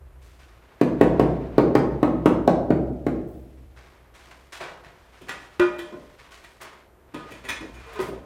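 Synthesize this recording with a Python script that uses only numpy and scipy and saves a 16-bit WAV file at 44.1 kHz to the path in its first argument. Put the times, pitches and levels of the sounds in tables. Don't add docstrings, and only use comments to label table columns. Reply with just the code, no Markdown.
import sys
import numpy as np
from scipy import signal
from scipy.fft import rfft, irfft
from scipy.io import wavfile
from scipy.ndimage import uniform_filter1d

SR = 44100
rng = np.random.default_rng(int(sys.argv[2]) if len(sys.argv) > 2 else 0)


def to_wav(sig):
    pcm = np.clip(np.atleast_2d(sig), -1, 1) * 32767
    pcm = np.round(pcm).astype(np.int16)
    wavfile.write(sys.argv[1], SR, pcm.T)


N = 363825

# start_s, force_db, thud_hz, slap_db, wall_db, crack_db, slap_tilt_db_per_octave
MALLET_BLOWS = [(0.813, -7.5, 355, -9.5, 3, -20.5, 0.5), (1.0109, -2, 375, -8.5, -12.5, -23.5, -0.7),
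                (1.1958, -6, 386, -8, -0.5, -22.5, -0.6), (1.5811, -3.5, 402, -8, 1, -19, -3),
                (1.752, -6, 354, -5, -9, -16.5, -1.6), (2.029, -10.5, 434, -1.5, 13.5, -20.5, -4.5),
                (2.258, -5.5, 396, -5.5, 7.5, -20, 0), (2.4766, -7, 624, -7.5, 11.5, -15.5, -3.5),
                (2.7043, -9, 390, -9.5, 10, -27.5, -3), (3.0656, -14.5, 388, -11, 9.5, -21.5, 1)]
# frequency_hz, density_db
GRIT_SPECTRUM = [(59, -73), (100, 1), (322, -0.5), (365, 10.5), (424, 2), (648, 7.5), (784, 3.5),
                 (950, 6.5), (2130, -0.5), (9020, -26.5), (16000, -44.5)]


def gain_of(db):
    return 10 ** (np.asarray(db) / 20)


def unit_rms(x):
    return x / np.sqrt(np.mean(x ** 2) + 1e-20)


def curve_at(points, hz):
    point_hz, value = np.transpose(points)
    return np.interp(np.log(hz + 1), np.log(point_hz + 1), value)


def track(events, play):
    mix = np.zeros(N)
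    for start_s, *settings in events:
        sound = play(*settings)
        part = mix[round(start_s * SR):][:len(sound)]
        part += sound[:len(part)]
    return mix


def coloured(x, spectrum, tilt_db=0):
    hz = np.fft.rfftfreq(len(x), 1 / SR)
    shape_db = curve_at(spectrum, hz) + tilt_db * np.log2(hz / 2000 + .05)
    return unit_rms(irfft(rfft(x) * gain_of(shape_db), len(x)))


def ring(modes, lift_db, count, damping=1):
    hz, db, t60 = np.transpose(modes)[:, :, None]
    t = np.arange(count) / SR
    decay = gain_of(db + lift_db[:, None] - 60 * t * damping / t60)
    ringing = (decay * np.sin(2 * np.pi * hz * t)).sum(0)
    return ringing / abs(ringing).max()


def grit(count, spread_db=2.0):
    return rng.standard_normal(count) * gain_of(spread_db * np.minimum(rng.exponential(1, count), 4))


def room_air():
    # frequency_hz, density_db
    air_spectrum = [(12, -30), (20, 16), (60, 0), (193, -10), (377, -5.5), (698, -11.5), (873, -17.5),
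                    (1030, -23.5), (2460, -33.5), (4940, -35.5), (9140, -33.5), (14300, -32),
                    (16000, -55.5)]
    return gain_of(-54.5) * coloured(rng.standard_normal(N), air_spectrum)


def room_drone(pitch_hz=61, width_hz=14, swell_rise_s=0.09, swell_t60_s=3.2):
    # time_s, level_db
    base_levels = [(0.0, -41.5), (0.45, -52), (0.7, -58.5), (2.9, -46), (3.682, -48), (3.85, -62.5),
                   (5.3, -57.5), (6.9, -63), (7.699, -47.5), (8.25, -48.5)]
    time_s, level_db = np.transpose(base_levels)
    t = np.arange(N) / SR
    power = gain_of(np.interp(t, time_s, level_db)) ** 2
    for start_s, force_db, *_ in MALLET_BLOWS:
        age = np.maximum(t - start_s, 0)
        swell = gain_of(force_db - 28.5 - 60 * age / swell_t60_s) * (1 - np.exp(-age / swell_rise_s))
        power += swell ** 2
    resonance = [1, -np.exp(-np.pi * width_hz / SR)]
    noise = rng.standard_normal((N, 2)) @ [1, 1j]
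    waver = signal.lfilter([1], resonance, signal.lfilter([1], resonance, noise))
    waver /= abs(waver) ** .5 + 1e-9
    hum = waver * np.exp(2j * np.pi * pitch_hz * t)
    octave = gain_of(-11.5) * unit_rms((hum ** 2).real)
    return np.sqrt(power) * (unit_rms(hum.real) + octave)


def shuffle():
    # time_s, level_db, tilt_db_per_octave
    movement = [(0.0, -64.5, -2.5), (0.45, -60.5, 4.5), (0.73, -56, 0.5), (1.201, -48, -1), (2.3, -55, -1),
                (2.869, -64, 3.3), (3.602, -65, 4.5), (4.299, -60, -3.5), (4.72, -76, 7),
                (4.95, -59.5, 3.5), (5.348, -51.5, 4.5), (5.8, -56.5, 4), (6.0, -57.5, 5.5),
                (6.201, -58.5, 4), (6.869, -70, -11), (7.301, -49, 2), (7.65, -58, 6), (8.03, -39.5, 0),
                (8.25, -60.5, 2.5)]
    time_s, level_db, tilt_db = np.transpose(movement)
    hz, t, bands = signal.stft(coloured(grit(N), GRIT_SPECTRUM), SR, nperseg=512)
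    colour_db = np.interp(t, time_s, np.clip(tilt_db, -4, 9)) * np.log2(hz / 2000 + .2)[:, None]
    flicker_db = 1.4 * unit_rms(uniform_filter1d(rng.standard_normal(len(t)), size=4))
    bands *= gain_of(np.interp(t, time_s, level_db) + colour_db + flicker_db)
    return signal.istft(bands, SR, nperseg=512)[1][:N]


def footstep(level_db, length_s, tilt_db):
    t = np.arange(SR // 2) / SR
    bunches = gain_of(2.0 * unit_rms(uniform_filter1d(rng.standard_normal(len(t)), size=200)))
    weight = (1 - np.exp(-t / min(.004, length_s / 6))) * np.exp(-(t / max(length_s, .005)) ** 1.4)
    return gain_of(level_db) * coloured(grit(len(t), 3.3), GRIT_SPECTRUM, tilt_db) * bunches * weight


def edge_chatter(contact_s, count=2600):
    t = np.arange(count) / SR
    touches = grit(count, 5.0) * (rng.random(count) < .012) * np.exp(-(t / contact_s) ** 2)
    touches *= np.minimum(t / (.3 * contact_s), 1)
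    touches[0] = min(.008 / contact_s, 2)
    return touches


def tile_plate(hardness_db, spot_hz, damping, singing_hz, contact_s):
    # pitch_hz, level_db, t60_s
    plate_modes = [(603, 3, 0.9), (845, -6, 0.45), (980, -4, 0.5), (1050, 0, 0.35), (1235, -2, 0.5),
                   (1335, -9, 0.28), (1428, -5, 0.5), (1490, 0, 0.5), (1723, -6, 0.45), (1805, -9, .4),
                   (1916, -1, 0.28), (1943, -6, .4), (2153, -8, 0.21), (2293, -6, 0.25), (2420, 0, 0.3),
                   (2487, -6, 0.3), (2606, -8, 0.24), (2977, -11, 0.4), (3106, -8, 0.3), (3160, -10, .4),
                   (3359, -13, .4), (3418, -10, 0.45), (3620, -10, .25), (3736, -14, 0.25),
                   (3828, -15, 0.12), (4330, -15, 0.2), (4640, -16, 0.25), (5080, -18, 0.17),
                   (5340, -16, 0.18), (5950, -20, 0.18), (6300, -19, .13), (6600, -16, 0.13),
                   (6830, -18, 0.14), (7350, -19, .2), (7620, -20, .2), (8640, -17, 0.14),
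                   (9190, -17, 0.24), (9350, -19, .2), (10800, -21, .08), (11700, -21, 0.09),
                   (13600, -23, .07), (14200, -24, .06)]
    hz, count = np.array(plate_modes)[:, 0], SR * 2 // 5
    spot_db = 8 * np.exp(-(np.log2(hz / spot_hz) / 0.34) ** 2)
    sings = sum(np.exp(-(np.log2(hz / pitch) / .012) ** 2) for pitch in singing_hz)
    mode_damping = max(damping, .3) * (1 - .35 * np.minimum(sings, 1))
    lift_db = hardness_db * np.log2(hz / 2000) + spot_db + 5.5 * sings
    lift_db += 1.5 * rng.standard_normal(len(hz))
    touches = edge_chatter(max(contact_s, .001))
    drive = abs(np.exp(2j * np.pi * np.outer(hz, np.arange(len(touches)) / SR)) @ touches)
    lift_db -= 18 * np.log10(drive + .3)
    plate = signal.oaconvolve(ring(plate_modes, lift_db, count, mode_damping[:, None]), touches)[:count]
    return plate / abs(plate).max()


def tile_knock(force_db, hardness_db, spot_hz, bend_hz, bend_db, damping, thump_db,
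               sing_hz, second_sing_hz, contact_s):
    # frequency_hz, density_db
    thump_spectrum = [(60, -17), (120, -2.5), (280, 2), (600, -2.5), (2000, -78)]
    plate = tile_plate(hardness_db, spot_hz, damping, (sing_hz, second_sing_hz), contact_s)
    t = np.arange(len(plate)) / SR
    bend = np.sin(2 * np.pi * bend_hz * t) * gain_of(bend_db - 60 * t * damping / 2.2)
    bend *= 1 - np.exp(-t / (0.2 * contact_s + 0.001))
    bend *= 1 - .92 / (1 + np.exp(-(t - .078) / .01))
    scrape = coloured(grit(len(t), 3.5), GRIT_SPECTRUM, hardness_db)
    scrape *= np.exp(-t / (0.016 + contact_s)) * (1 - np.exp(-t / 0.003))
    thump = coloured(rng.standard_normal(len(t)), thump_spectrum)
    thump *= np.exp(-t / 0.089) * (1 - np.exp(-t / 0.0059))
    return gain_of(force_db) * (plate + bend + gain_of(-20) * scrape + gain_of(thump_db) * thump)


def room_boom(t):
    # pitch_hz, level_db, t60_s
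    low_modes = [(108, -10, .5), (122, -10, .7), (136, -1, .8), (169, 0, .45), (248, -2, .35),
                 (290, -8, .4), (313, -3, .4), (352, -5, .55), (404, -6, .3)]
    cluster = np.array(low_modes + low_modes)
    cluster[:, 0] *= 1 + .035 * rng.uniform(-1.15, 1, len(cluster))
    build = 1 - np.exp(-t / 0.006)
    return build * ring(cluster, 3.2 * rng.standard_normal(len(cluster)), len(t))


def mallet_blow(force_db, thud_hz, slap_db, wall_db, crack_db, slap_tilt_db):
    # pitch_hz, level_db, t60_s
    wall_modes = [(254.7, 12.5, 0.095), (318.7, 26, 0.033), (419, -12, 0.031), (558, 16, 0.027),
                  (664, -13.5, 0.07), (775, -6.5, 0.19), (1100, -24.5, 0.03)]
    # frequency_hz, density_db
    slap_spectrum = [(410, -50), (700, 3), (1300, -3), (1580, -7), (2400, -12), (3400, -21), (5400, -39.5),
                     (6920, -32.5), (13000, -35.5), (16000, -55.5)]
    # frequency_hz, density_db
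    crack_spectrum = [(1000, -39.5), (3000, -6), (4100, 4.5), (5300, -3), (7000, -6.5), (11500, -15),
                      (16000, -8.5)]
    count = SR * 3 // 5
    t = np.arange(count) / SR
    thud = -np.sin(2 * np.pi * thud_hz * t) * ((t / 0.0013) * np.exp(1 - t / 0.0016)) ** 3
    rise = 1 - np.exp(-t / 0.0025)
    spot_db = 2 * rng.standard_normal(len(wall_modes))
    wall = -gain_of(wall_db) * rise * ring(wall_modes, spot_db, count)
    boom = gain_of(-6.5 + 0.34 * wall_db) * room_boom(t)
    slap = gain_of(slap_db) * coloured(rng.standard_normal(count), slap_spectrum, slap_tilt_db)
    slap *= rise * (np.exp(-t / 0.0044) + 0.093 * np.exp(-t / 0.045))
    crack = coloured(rng.standard_normal(count), crack_spectrum)
    crack *= np.exp(-t / 0.002) + 0.22 * np.exp(-t / 0.014)
    crack *= gain_of(crack_db) / abs(crack).max()
    return gain_of(force_db) * (thud + wall + boom + slap + crack)


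def early_echoes(x):
    # delay_s, level_db
    reflections = [(.0027, -6), (.0073, -1.5), (.0098, -11.5), (0.0137, -3.5), (.017, -2.5), (.024, -36.5)]
    taps = np.zeros(SR // 20)
    for delay_s, level_db in reflections:
        taps[round(delay_s * SR)] = gain_of(level_db)
    return signal.oaconvolve(x, uniform_filter1d(taps, size=5))[:N]


def room_tail(x):
    # frequency_hz, t60_s
    decay_times = [(100, 1.21), (350, 0.93), (720, 0.96), (950, 0.74), (2400, 0.47), (6400, 0.45),
                   (15000, 0.14)]
    taps, slots = np.zeros(SR), np.arange(700, SR - 20, 20)
    taps[slots + rng.integers(0, 20, len(slots))] = rng.choice([-1., 1.], len(slots))
    hz, t, bands = signal.stft(taps, SR, nperseg=512)
    decay = gain_of(-60 * t / curve_at(decay_times, hz)[:, None])
    tail = signal.istft(bands * decay, SR, nperseg=512)[1]
    tail *= gain_of(0.5) / np.linalg.norm(tail)
    return signal.oaconvolve(x, tail)[:N]


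def scene():
    # start_s, force_db, hardness_db_per_octave, spot_hz, bend_hz, bend_db,
    # damping_factor, thump_db, sing_hz, second_sing_hz, contact_s
    knocks = [(5.21, -40, 7.5, 3070, 366, -7.5, 1.9, -6, 3106, 5080, 0.019),
              (5.283, -16.5, 4.5, 1730, 373, -29, 4.2, -26.5, 5080, 5950, 0.017),
              (5.596, -10, -1.2, 1510, 355, 0, 2.5, -23, 603, 2420, 0.0078),
              (5.785, -24, 5.5, 1800, 345, -6.5, 3.1, -21, 3160, 3106, 0.015),
              (5.921, -34.5, -0.5, 946, 354.4, -0.5, 2.2, -4.5, 603, 1050, 0.015),
              (6.446, -33.5, 6, 1960, 360, -29, 8.7, -42, 1916, 2420, 0.00082),
              (7.138, -23.5, 3.5, 1140, 302, -11, 3.3, -12, 1723, 1235, 0.022),
              (7.305, -29.5, 7, 2560, 309, -19, 2.7, -13.5, 2977, 1916, 0.017),
              (7.437, -28, 3.5, 1900, 389.6, -15.5, 2.2, -19, 1805, 2293, 0.061),
              (7.486, -15.5, 6, 1970, 295, -34, 4.2, -26, 3418, 1805, 0.018),
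              (7.607, -33.5, 5.5, 1030, 317, 1.5, 5, -3.5, 1050, 1916, 0.0086),
              (7.737, -43.5, 6, 2470, 350, -12, 0.6, -17, 3106, 2420, 0.018),
              (7.862, -42.5, 4, 1190, 456, -2.5, 0.32, -23, 2293, 1050, 0.0086),
              (7.952, -27, 3, 1170, 421, -7, 4.7, -30, 1050, 2420, 0.02),
              (7.991, -18.5, 0, 1010, 377, 2, 9.7, -14, 1050, 1235, 0.016),
              (8.084, -41, 16, 1070, 387, 9, 0.87, 6.5, 1050, 1235, 0.0048)]
    # start_s, level_db, length_s, tilt_db_per_octave
    steps = [(0.214, -60, 0.15, 9), (0.39, -54, 0.075, 4.5), (3.273, -60, 0.17, 26),
             (3.762, -53, 0.18, 3.5), (4.139, -53.5, 0.29, 5.5), (4.311, -46, 0.024, 3),
             (4.521, -40.5, 0.08, 5.5), (4.538, -54, 0.0065, 2), (4.6, -36, 0.11, 1.5),
             (4.604, -34, 0.011, 1.5), (4.862, -44, 0.0062, -11), (4.833, -48, 0.082, 2),
             (6.182, -52, 0.12, 3.5), (6.307, -49, 0.067, 6), (6.339, -52.5, 0.081, 5.5),
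             (6.427, -57, 0.018, 9), (6.438, -47, 0.029, 5), (6.477, -58.5, 0.13, 7),
             (6.602, -43.5, 0.13, 2.5), (6.611, -42.5, 0.024, 12), (6.342, -46, 0.0062, 6),
             (7.93, -47, 0.012, 19), (8, -44, 0.062, 12)]
    mallet = track(MALLET_BLOWS, mallet_blow)
    tile = track(knocks, tile_knock)
    feet = track(steps, footstep)
    mallet = signal.sosfilt(signal.butter(3, 100, "high", fs=SR, output="sos"), mallet)
    tile_highs = signal.lfilter(*signal.butter(6, 720, "high", fs=SR), tile)
    sent = gain_of(-6.5) * mallet + gain_of(-5) * tile_highs + gain_of(-29) * tile + gain_of(-10) * feet
    drift = 2 * np.pi * np.arange(N) / SR / 2.6
    room = early_echoes(sent) + room_tail(sent * np.cos(drift)) + room_tail(sent * np.sin(drift))
    return (room_air() + shuffle() + room_drone() + room + feet + tile + mallet)[None]


def record(dry, bass_cut_hz=44, ceiling=.99, top_hz=16150):
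    thin = signal.sosfilt(signal.butter(4, bass_cut_hz, "high", fs=SR, output="sos"), dry)
    limited = thin / (1 + abs(thin / ceiling) ** 8) ** .125
    band_limit = signal.firwin(511, top_hz, window=("kaiser", 9), fs=SR)
    return signal.oaconvolve(limited, band_limit[None], "same")


dry = scene()
out = record(dry)
to_wav(out)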